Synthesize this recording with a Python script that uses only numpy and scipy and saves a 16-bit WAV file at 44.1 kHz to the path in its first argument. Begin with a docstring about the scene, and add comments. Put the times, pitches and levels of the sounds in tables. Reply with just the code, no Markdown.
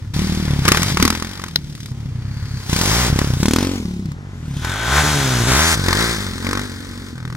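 """Three four-stroke dirt bikes take a jump in turn, close to a stereo microphone; light wind rumbles.
Each firing thumps, booms in the pipe and rasps: separate putts off the throttle, a roar on it.
The first bike passes with a volley of exhaust bangs and recedes; one hard clack at 1.56 s.
At 1.9 s the sound cuts to the second, which nears, revs, bangs and leaves to the left.
At 4.15 s it cuts to the third, which roars past at the highest revs and fades, popping."""
import sys
import numpy as np
from scipy import signal
from scipy.fft import rfft, irfft
from scipy.io import wavfile
from scipy.ndimage import uniform_filter1d, map_coordinates

SR = 44100
rng = np.random.default_rng(int(sys.argv[2]) if len(sys.argv) > 2 else 0)


def file_out(sig):
    """Save sig as 16-bit WAV at sys.argv[1]."""
    # one column per channel
    cols = np.atleast_2d(sig).T
    # limit, then scale
    lim = np.clip(cols, -1, 1)
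    pcm = np.round(lim * 32767).astype(np.int16)
    wavfile.write(sys.argv[1], SR, pcm)


N = 324576
T = np.arange(N) / SR


def gain_of(db):
    """dB to amplitude."""
    return 10 ** (np.asarray(db) / 20)


def read(points, hz):
    """Spectrum table interpolated over log frequency."""
    f, value = np.transpose(points)
    return np.interp(np.log(hz + 1), np.log(f + 1), value)


def follow(rows):
    """Columns of a time table, per sample."""
    s, *columns = np.transpose(rows)
    return [np.interp(T, s, c) for c in columns]


def add(mix, s, sound):
    """Mix a sound in at time s."""
    part = mix[..., round(s * SR):][..., :sound.shape[-1]]
    part += sound[..., :part.shape[-1]]


def butter(order, hz, kind="low"):
    """Butterworth sections."""
    return signal.butter(order, hz, kind, fs=SR, output="sos")


def colour(x, points):
    """Minimum-phase filter of unit energy with the given spectrum."""
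    hz = abs(np.fft.fftfreq(4096, 1 / SR))
    log_gain = np.log(gain_of(read(points, hz)))
    taps = np.fft.ifft(np.exp(np.conj(signal.hilbert(log_gain)))).real
    taps = taps / np.linalg.norm(taps)
    return signal.oaconvolve(x, taps.reshape((1,) * (x.ndim - 1) + (-1,)), axes=-1)[..., :x.shape[-1]]


def steady(x):
    """Hold power at 1 over a few engine cycles."""
    power = np.mean(np.atleast_2d(x) ** 2, axis=0)
    smoothed = uniform_filter1d(uniform_filter1d(power, size=3500), size=3500)
    return x / np.sqrt(abs(smoothed) + 1e-12)


def noise_pair():
    """White noise at two microphone ports, less alike in the treble."""
    # left-right likeness: (frequency [Hz], correlation [0-1])
    likeness = [(300, .6), (1200, .83), (2200, .62), (4500, .82), (6500, .68), (9000, .38), (14000, .15)]
    a, b = rfft(rng.standard_normal((2, N)))
    same = np.clip(read(likeness, np.fft.rfftfreq(N, 1 / SR)), 0, 1)
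    return irfft(np.array([a, same * a + np.sqrt(1 - same ** 2) * b]), N)


def puff(clicks, rise_s, fall_s):
    """Rise-and-decay envelope per click; peak 1 for a unit click."""
    t = np.arange(SR // 10) / SR
    shape = (1 - np.exp(-t / rise_s)) ** 2 * np.exp(-t / fall_s)
    return signal.oaconvolve(clicks, shape / shape.max())[:N]


def ports(x):
    """The two microphone ports differ in arrival time, colour and phase."""
    # second bike leaving to the left: (time [s], left lead [ms])
    bearing = [(3.35, 0.049), (3.85, 0.33), (4.1, 0.38), (4.7, 0.14), (5.4, 0.15), (5.7, 0.0082)]
    # left minus right: (frequency [Hz], level [dB])
    imbalance = [(100, 0), (400, 2), (700, -4.5), (1000, -3), (1400, 1.5), (1900, 10.5), (2700, -0.5),
                 (4000, 8), (6500, 1), (10000, -11.5), (15000, -4)]
    # left minus right: (frequency [Hz], phase [rad])
    phase = [(30, -.03), (85, -.1), (170, -.34), (350, -.95), (600, -1.4), (1030, -.8), (1800, -1.1),
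             (2700, -2.8), (4000, -3.4), (4650, -6.1), (15000, -6.3)]
    lead_samples = follow(bearing)[0] * SR / 1000
    at, hz = np.arange(N), np.fft.rfftfreq(N, 1 / SR)
    pair = np.array([map_coordinates(side, [at + sign * lead_samples / 2], order=3, mode="nearest")
                     for side, sign in zip(x, (1, -1))])
    lean, turn = gain_of(read(imbalance, hz)), np.exp(1j * read(phase, hz))
    response = np.array([lean * turn, np.ones_like(lean)]) * np.sqrt(2 / (1 + lean ** 2))
    return irfft(rfft(pair) * response, N)


def outdoors():
    """Far wash of the track and low, gusty wind."""
    # track wash: (frequency [Hz], level [dB])
    wash_spectrum = [(30, -42), (100, 7.5), (250, 7.5), (600, -12), (1500, -22.5), (6000, -19),
                     (15000, -39.5)]
    # wind rumble: (frequency [Hz], level [dB])
    wind_spectrum = [(15, -54), (40, 5), (90, 3), (200, -2), (500, -25), (2000, -70)]
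    gusts = steady(sum(np.sin(2 * np.pi * (hz * T + rng.random())) for hz in np.geomspace(.4, 6, 20)))
    wind = colour(rng.standard_normal(N), wind_spectrum) * gain_of(2 * gusts)
    return gain_of(-42) * colour(noise_pair(), wash_spectrum) + gain_of(-41.5) * wind


def clack(at_s=1.5585):
    """One hard, bright clack from the bike behind the mound."""
    # clack: (frequency [Hz], level [dB])
    spectrum = [(150, -8), (320, -11), (620, -17), (1040, -19), (1470, -13.5), (2400, -19), (3500, -7),
                (4120, -2.5), (4690, -13), (5350, -8), (7200, -28), (15000, -26)]
    click = np.zeros(N)
    add(click, at_s, np.ones(1))
    shape = puff(click, rise_s=0.0005, fall_s=0.0011) + 0.053 * puff(click, rise_s=0.0017, fall_s=0.01)
    return gain_of(-2) * colour(noise_pair() * shape, spectrum)


def bangs(hollow_hz=352, hollow_decay_s=0.0063):
    """Unburnt fuel fires in the pipe: crackling burst, pressure kick, hollow ring. 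The row at 0.83 s is a chain
    rattle on landing, voiced the same way."""
    # exhaust bangs, plus a chain rattle on landing at 0.83 s: (time [s], level [dB], extra treble [dB])
    events = [(0.651, -10.5, 1), (0.679, 1, 1), (.685, -2, 2.5), (0.718, 5, -0.5), (0.746, -5, -10),
              (0.771, -4.5, 0), (0.83, -10.5, 7.5), (.971, -1, -5.5), (.999, -2.5, -10), (1.025, -1, 3),
              (1.051, -4, 6), (1.077, -7.5, 4.5), (1.102, -5.5, 4), (1.125, -12.5, -4), (1.223, -9, -4.5),
              (1.395, -17, -10), (1.438, -13.5, -3), (1.482, -25, 5), (1.776, -29, -8), (1.858, -32, 10),
              (1.884, -33, -6), (2.728, -15.5, -4), (3.189, -12, 6), (3.214, -11, -8), (3.534, -14.5, 11),
              (3.56, -11.5, 4), (4.056, -35.5, 7), (4.117, -29, 0), (5.882, -9, -2), (5.928, -3.5, -6.5),
              (6.467, -8, -18), (6.509, -16, -4), (6.53, -6.5, -6), (6.551, -11, -11), (6.572, -12.5, -7),
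              (6.593, -12, -7), (7.251, -26, -12), (7.276, -25, -13), (7.3, -25, -9), (7.324, -22, -12),
              (7.349, -24, -7)]
    # burst: (frequency [Hz], level [dB])
    spectrum = [(400, -9), (620, -32), (800, -15), (1100, 8), (1550, -1.5), (2100, 1), (2800, -4.5),
                (3700, -6.5), (5000, -3.5), (6500, -5.5), (9000, -12), (12000, -12.5), (14500, -22)]
    clicks, bright = np.zeros((2, N))
    for s, db, treble_db in events:
        add(clicks, s, gain_of([db]))
        add(bright, s, gain_of([db + treble_db]))
    noise = colour(noise_pair(), spectrum)
    low = signal.sosfiltfilt(butter(2, 2600), noise)
    burst = low * puff(clicks, rise_s=0.00046, fall_s=0.0034)
    burst += (noise - low) * puff(bright, rise_s=0.0011, fall_s=0.0025)
    t = np.arange(SR // 20) / SR
    ring = np.sin(2 * np.pi * hollow_hz * t) * np.exp(-t / hollow_decay_s)
    hollow = signal.oaconvolve(clicks, ring)[:N]
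    return gain_of(-5.5) * burst + gain_of(-11.5) * bark(clicks) + gain_of(-22) * hollow


def rebound(x, length_s=0.016):
    """Pressure fronts bounce along the pipe, in the same pattern every cycle."""
    t = np.arange(round(length_s * SR)) / SR
    taps = rng.standard_normal(len(t)) * np.exp(-t / .04)
    spectrum = rfft(taps, 2 * len(t))
    taps = irfft(spectrum / (abs(spectrum) + 1e-9))[:len(t)]  # time smear, near-flat spectrum
    return signal.oaconvolve(x, taps / np.linalg.norm(taps))[:N]


def ringing(clicks):
    """Firings and rushing gas ring the engine's metal as a bike nears."""
    # resonances: (start [s], peak [s], end [s], centre [Hz], width [Hz], level [dB])
    rings = [(2.002, 2.46, 3.2, 1600, 910, -44.5), (2.072, 2.6, 2.8, 4490, 450, -43.5),
             (2.7, 2.95, 3.65, 1450, 600, -33.5), (2.7, 2.95, 2.6, 6000, 2200, -31),
             (4.553, 4.94, 5.2, 1500, 110, -26), (5.1, 5.35, 5.8, 1560, 130, -30),
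             (4.49, 4.99, 5, 3411, 555.6, -30.5), (5.06, 5.12, 5.1, 2190, 2000, -21.5)]
    drive = noise_pair() + 0.81 * rebound(steady(clicks))
    out = np.zeros((2, N))
    for start_s, peak_s, end_s, hz, width_hz, db in rings:
        ring = signal.sosfilt(butter(2, [hz - width_hz / 2, hz + width_hz / 2], "band"), drive)
        out += gain_of(db) * np.interp(T, [start_s, peak_s, end_s], [0, 1, 0]) * steady(ring)
    return out


def jet(clicks, rate_hz, flow, opened):
    """Turbulent gas: a sharp front and a puff per firing over a continuous flow."""
    speed = rate_hz / 60
    flow = np.clip(flow, .01, 1) ** .6
    flow = flow ** (np.clip(.75 / speed, 0, 1) ** 2)  # gaps fill at high revs
    sizes = clicks * gain_of(2.6 / speed * np.clip(rng.standard_normal(N), -2, 2))
    puffs = steady(puff(sizes, rise_s=0.0002, fall_s=0.0036))
    # lone fronts crack at low revs; even, bouncing fronts turn the rasp pitched at high revs
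    crack = 4 * (1 - flow) ** 2 * np.clip(0.76 / speed, 0, 1) ** 3 * steady(sizes)
    snarl = 1.4 * (.5 + .5 * opened) * speed ** 2 * rebound(steady(clicks))
    front = signal.sosfilt(butter(4, 2200), crack + snarl)
    return noise_pair() * (flow + (1 - flow) * puffs) + front


def silencer(gas, rasp_db, hiss_db, split_hz=3000):
    """The gas jet rings the silencer: rasp below the split, hiss above."""
    # metal modes: (centre [Hz], width [Hz], level [dB])
    modes = [(787, 17, -6), (1039, 18, -2), (1503, 100, -8.5), (3400, 1140, -5), (6200, 2300, -1.5)]
    # gas noise of bikes 1, 2 and 3 (front, rear): (frequency [Hz], level [dB])
    first = [(400, 5.5), (620, -3), (800, 3), (1100, 4), (1550, 2.5), (2100, 3), (2800, -6), (3700, -5.5),
             (5000, -7), (6500, -14.5), (9000, -14.5), (12000, -17.5), (14500, -23.5)]
    second = [(400, 0), (620, -7.5), (800, -3), (1100, -2.5), (1550, -6), (2100, -3), (2800, -6.5),
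              (3700, -5), (5000, -4), (6500, -8.5), (9000, -9.5), (12000, -13), (14500, -17)]
    third_front = [(400, 1), (620, -1), (800, 2.5), (1100, 3), (1550, 4), (2100, 1.5), (2800, -4.5),
                   (3700, -3), (5000, -6), (6500, -7.5), (9000, -9), (12000, -12.5), (14500, -20)]
    third_rear = [(400, 9.5), (620, -7), (800, -0.5), (1100, 4.5), (1550, 5), (2100, 1.5), (2800, -12),
                  (3700, -5.5), (5000, -10.5), (6500, -18), (9000, -17), (12000, -22.5), (14500, -25)]
    gas = gas + sum(gain_of(db) * signal.lfilter(*signal.iirpeak(hz, hz / width_hz, fs=SR), gas)
                    for hz, width_hz, db in modes)
    sound = colour(gas, first)
    for s, spectrum in [(1.905, second), (4.145, third_front), (5.755, third_rear)]:
        sound[:, round(s * SR):] = colour(gas, spectrum)[:, round(s * SR):]
    low = signal.sosfiltfilt(butter(2, split_hz), sound)
    rasp = signal.sosfilt(butter(4, 340, "high"), low)
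    return gain_of(rasp_db) * steady(rasp) + gain_of(hiss_db) * steady(sound - low)


def bark(clicks, front_s=0.00091, swing_s=0.00072):
    """Pressure wave of a firing: dip, steep front, short crest."""
    t = np.arange(-SR // 100, SR // 100) / SR
    shape = np.tanh(t / front_s) * np.exp(-abs(t) / swing_s)
    return signal.oaconvolve(clicks, shape / shape.max(), "same")


def boom(pulses, note_hz):
    """Each pulse swings the pipe a couple of times and leaves an after-ring."""
    lead_swings, peak_swings, tail_swings = 0.83, 0.84, 4.7
    out, t = np.zeros(N), np.arange(SR // 16) / SR
    at = np.flatnonzero(pulses)
    for i, scatter in zip(at, 0.06 * rng.standard_normal(len(at))):
        hz = note_hz[i] * (1 + scatter)
        swings = hz * t
        rise = swings / peak_swings
        swell = (rise * np.exp(1 - rise)) ** 2
        tail = gain_of(-3) * np.tanh(rise) ** 2 * np.exp(-swings / tail_swings)
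        angle = 2 * np.pi * (swings - lead_swings)
        modes = np.sin(angle) + gain_of(-16) * np.sin(1.926 * angle)
        add(out, max(i / SR - lead_swings / hz, 0), pulses[i] * (swell + tail) * modes)
    return out


def thump(pulses, lead_s=0.0025):
    """Muffled pressure pulse, starting just ahead of the front."""
    # pulse: (frequency [Hz], level [dB])
    spectrum = [(15, -21.5), (35, 2), (60, 6), (95, 13.5), (140, 6), (250, -6.5), (600, -45.5),
                (2000, -102)]
    return colour(-np.roll(pulses, -round(lead_s * SR)), spectrum)


def strokes(cycles, uneven_db):
    """One click per engine cycle, of random strength."""
    at = np.flatnonzero(np.diff(np.floor(cycles)) > 0)
    clicks = np.zeros(N)
    clicks[at] = gain_of(uneven_db * np.clip(rng.standard_normal(len(at)), -2, 2))
    return clicks


def throttle(ramp_s=0.045, decay_s=0.064, coasting_flow=0.63):
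    """Each twist ramps open, holds and decays; gives four level offsets, gas flow and opening."""
    # twists: (open [s], shut [s], thump [dB], boom [dB], bark [dB], gas [dB], flow between firings [0-1])
    twists = [(0.615, 0.752, -1, -2, 3, 13.5, 0.43), (0.97, 1.076, 11, 9, -2, 15, 0.47),
              (1.11, 1.464, 1.5, -5.5, 16.5, 10.5, 0.33), (1.69, 1.863, -6, -2.5, 13.5, 0, 0.29),
              (2.567, 2.84, -5, -8, 1, 4.5, 0.48), (2.854, 3.04, 7, -2, -2, 3, 0.72),
              (3.144, 3.186, -3, -14, 12, 1.5, 0.7), (3.388, 3.621, -0.5, 0, 12.5, 7.5, 0.22),
              (4.134, 4.346, 5, -6.5, 13.5, 2.5, 1), (4.605, 4.981, 7, -9, 13, 15.5, 0.47),
              (4.852, 5.002, 5.5, 6.5, -7, -2.5, 0.9), (5.472, 5.741, 8.5, -6, 8, 9, 0.4),
              (5.82, 7.101, 1.5, -6.5, 5.5, 5, 0.56), (5.84, 6.042, 1.5, -3, 5, 5.5, 0.38),
              (6.411, 6.595, 5, 7.5, 13.5, 8.5, 0.27), (7.142, 7.36, -29, 3, 15, 11.5, 0.16)]
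    added_db, flow, opened = np.zeros((4, N)), np.full(N, coasting_flow), np.zeros(N)
    for open_s, shut_s, *layers_db, share in twists:
        grip = np.clip((T - open_s) / ramp_s, 0, 1) * np.exp(-np.maximum(T - shut_s, 0) / decay_s)
        added_db += np.outer(layers_db, grip)
        flow += grip * (share - flow)
        opened = np.maximum(opened, grip)
    return *added_db, flow, opened


def engines(cruise_hz=40):
    """One cylinder per bike; throttle, nearness and revs set the exhaust levels."""
    # engine speed per bike: (time [s], firing rate [Hz])
    revs_1 = [(0.0, 44.99), (0.103, 31.53), (0.218, 38.27), (0.374, 38.9), (0.59, 34.94), (0.653, 29.32),
              (0.719, 32.33), (0.772, 41.65), (0.82, 43.71), (0.901, 54.08), (0.945, 36.71), (1.001, 36.17),
              (1.15, 43.79), (1.199, 39.36), (1.332, 49.81), (1.617, 35.27), (1.777, 38.67)]
    revs_2 = [(1.947, 32.03), (2.003, 38.66), (2.121, 29.0), (2.369, 35.63), (2.599, 33.66), (2.73, 27.91),
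              (2.788, 40.45), (2.949, 58.94), (3.015, 62.34), (3.082, 58.08), (3.126, 29.39), (3.19, 35.94),
              (3.243, 35.81), (3.371, 28.17), (3.429, 38.39), (3.536, 37.12), (3.627, 50.55), (3.67, 43.43),
              (3.757, 48.34), (3.854, 34.2), (3.91, 37.25), (4.027, 31.93), (4.087, 32.13)]
    revs_3 = [(4.188, 47.6), (4.313, 48.75), (4.404, 38.8), (4.455, 39.55), (4.51, 33.2), (4.672, 41.23),
              (4.794, 56.55), (4.864, 58.02), (4.927, 69.29), (5.009, 77.7), (5.036, 67.31), (5.063, 76.69),
              (5.455, 56.2), (5.486, 69.11), (5.518, 59.77), (5.605, 78.16), (5.679, 84.94), (5.727, 81.18),
              (5.755, 55.84), (5.797, 46.55), (5.884, 43.65), (5.929, 45.19), (6.007, 57.49),
              (6.145, 57.81), (6.184, 46.96), (6.224, 51.27), (6.31, 42.37), (6.654, 50.64), (6.696, 45.94),
              (6.954, 46.8), (7.041, 44.6), (7.085, 49.5), (7.128, 38.54), (7.179, 43.28), (7.227, 39.77),
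              (7.36, 41.49)]
    # far opening, then each pass: (time [s], nearness [dB], pipe note [Hz], extra treble [dB])
    far = [(0, -12.5, 101.7, -4), (.134, -15, 109, 1)]
    pass_1 = [(0.141, 4, 173, -0.5), (0.45, 1.5, 177, -1), (0.483, 5.5, 128, -7), (.58, 3.5, 128, -4),
              (0.681, 3, 164, -1.5), (.92, 4, 135, -0.5), (1.042, -5.5, 239, 6), (1.35, -15.5, 185.8, 8),
              (1.602, -14.5, 140, 6.5), (1.902, -16, 122, 18.5)]
    pass_2 = [(1.92, -9.5, 133, -4.5), (2.2, -8.5, 117.6, -6), (2.659, -6.5, 103, 3.5),
              (2.718, 7.5, 158, -0.5), (3.1, 7.5, 137.3, -7), (3.38, 3, 133.2, -1.5), (3.5, 2, 243, -0.5),
              (3.68, 1.5, 266, -5.5), (3.85, -4.5, 195, -3), (4.01, -8.5, 189, -4), (4.13, -7, 125.2, -13)]
    pass_3 = [(4.16, -13.5, 142, -36), (4.35, -13.5, 132.2, -7), (4.43, -9.5, 129, -6.5),
              (4.58, -3.5, 123.2, -1), (4.8, -9, 111, -2.5), (5.05, 7.5, 158, -9), (5.46, 9, 113, -8.5),
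              (5.7, 0, 171.6, 0), (5.798, 3.5, 149, -3), (6.1, 0.5, 176.6, -0.5), (6.5, -8, 247, 2),
              (7.13, -12.5, 235, 2.5), (7.16, -15, 131, 0)]
    rate_hz = follow(revs_1 + revs_2 + revs_3)[0]
    near_db, note_hz, treble_db = follow(far + pass_1 + pass_2 + pass_3)
    octaves = np.log2(rate_hz / cruise_hz)

    thump_db, boom_db, bark_db, gas_db, flow, opened = throttle()
    thump_db += -27 + 0.76 * near_db - 7.5 * octaves
    boom_db += -22.5 + 0.55 * near_db - 7.5 * octaves
    bark_db += -36.5 + 1.53 * near_db + 0.85 * octaves
    rasp_db = -37.5 + near_db + 6.46 * octaves + gas_db
    hiss_db = -33 + 1.37 * near_db + 8.87 * octaves + 0.65 * gas_db + treble_db

    cycles = np.cumsum(rate_hz) / SR
    clicks = strokes(cycles, uneven_db=1.93) ** ((cruise_hz / rate_hz) ** 2)  # more even when fast
    # coasting at high revs, the crank's other turn pumps a pulse too
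    pumping = 0.36 * (1 - opened) * np.interp(rate_hz, [46, 62], [0, 1])
    pulses = clicks + pumping * strokes(cycles - .5, uneven_db=8)
    return (gain_of(thump_db) * steady(thump(pulses))
            + gain_of(boom_db) * steady(boom(pulses, note_hz))
            + gain_of(bark_db) * steady(bark(pulses))
            + silencer(jet(clicks, rate_hz, flow, opened), rasp_db, hiss_db)
            + ringing(clicks))


def scene():
    """Bikes and their bangs in an open field."""
    return ports(engines() + bangs() + clack()) + outdoors()


def record(dry):
    """The loudest bangs clip; low-pass at 15.9 kHz."""
    lowpass = signal.firwin(511, 15900, window=("kaiser", 9), fs=SR)
    return signal.oaconvolve(np.clip(dry, -1, 1), lowpass[None], "same")


dry = scene()
out = record(dry)
file_out(out)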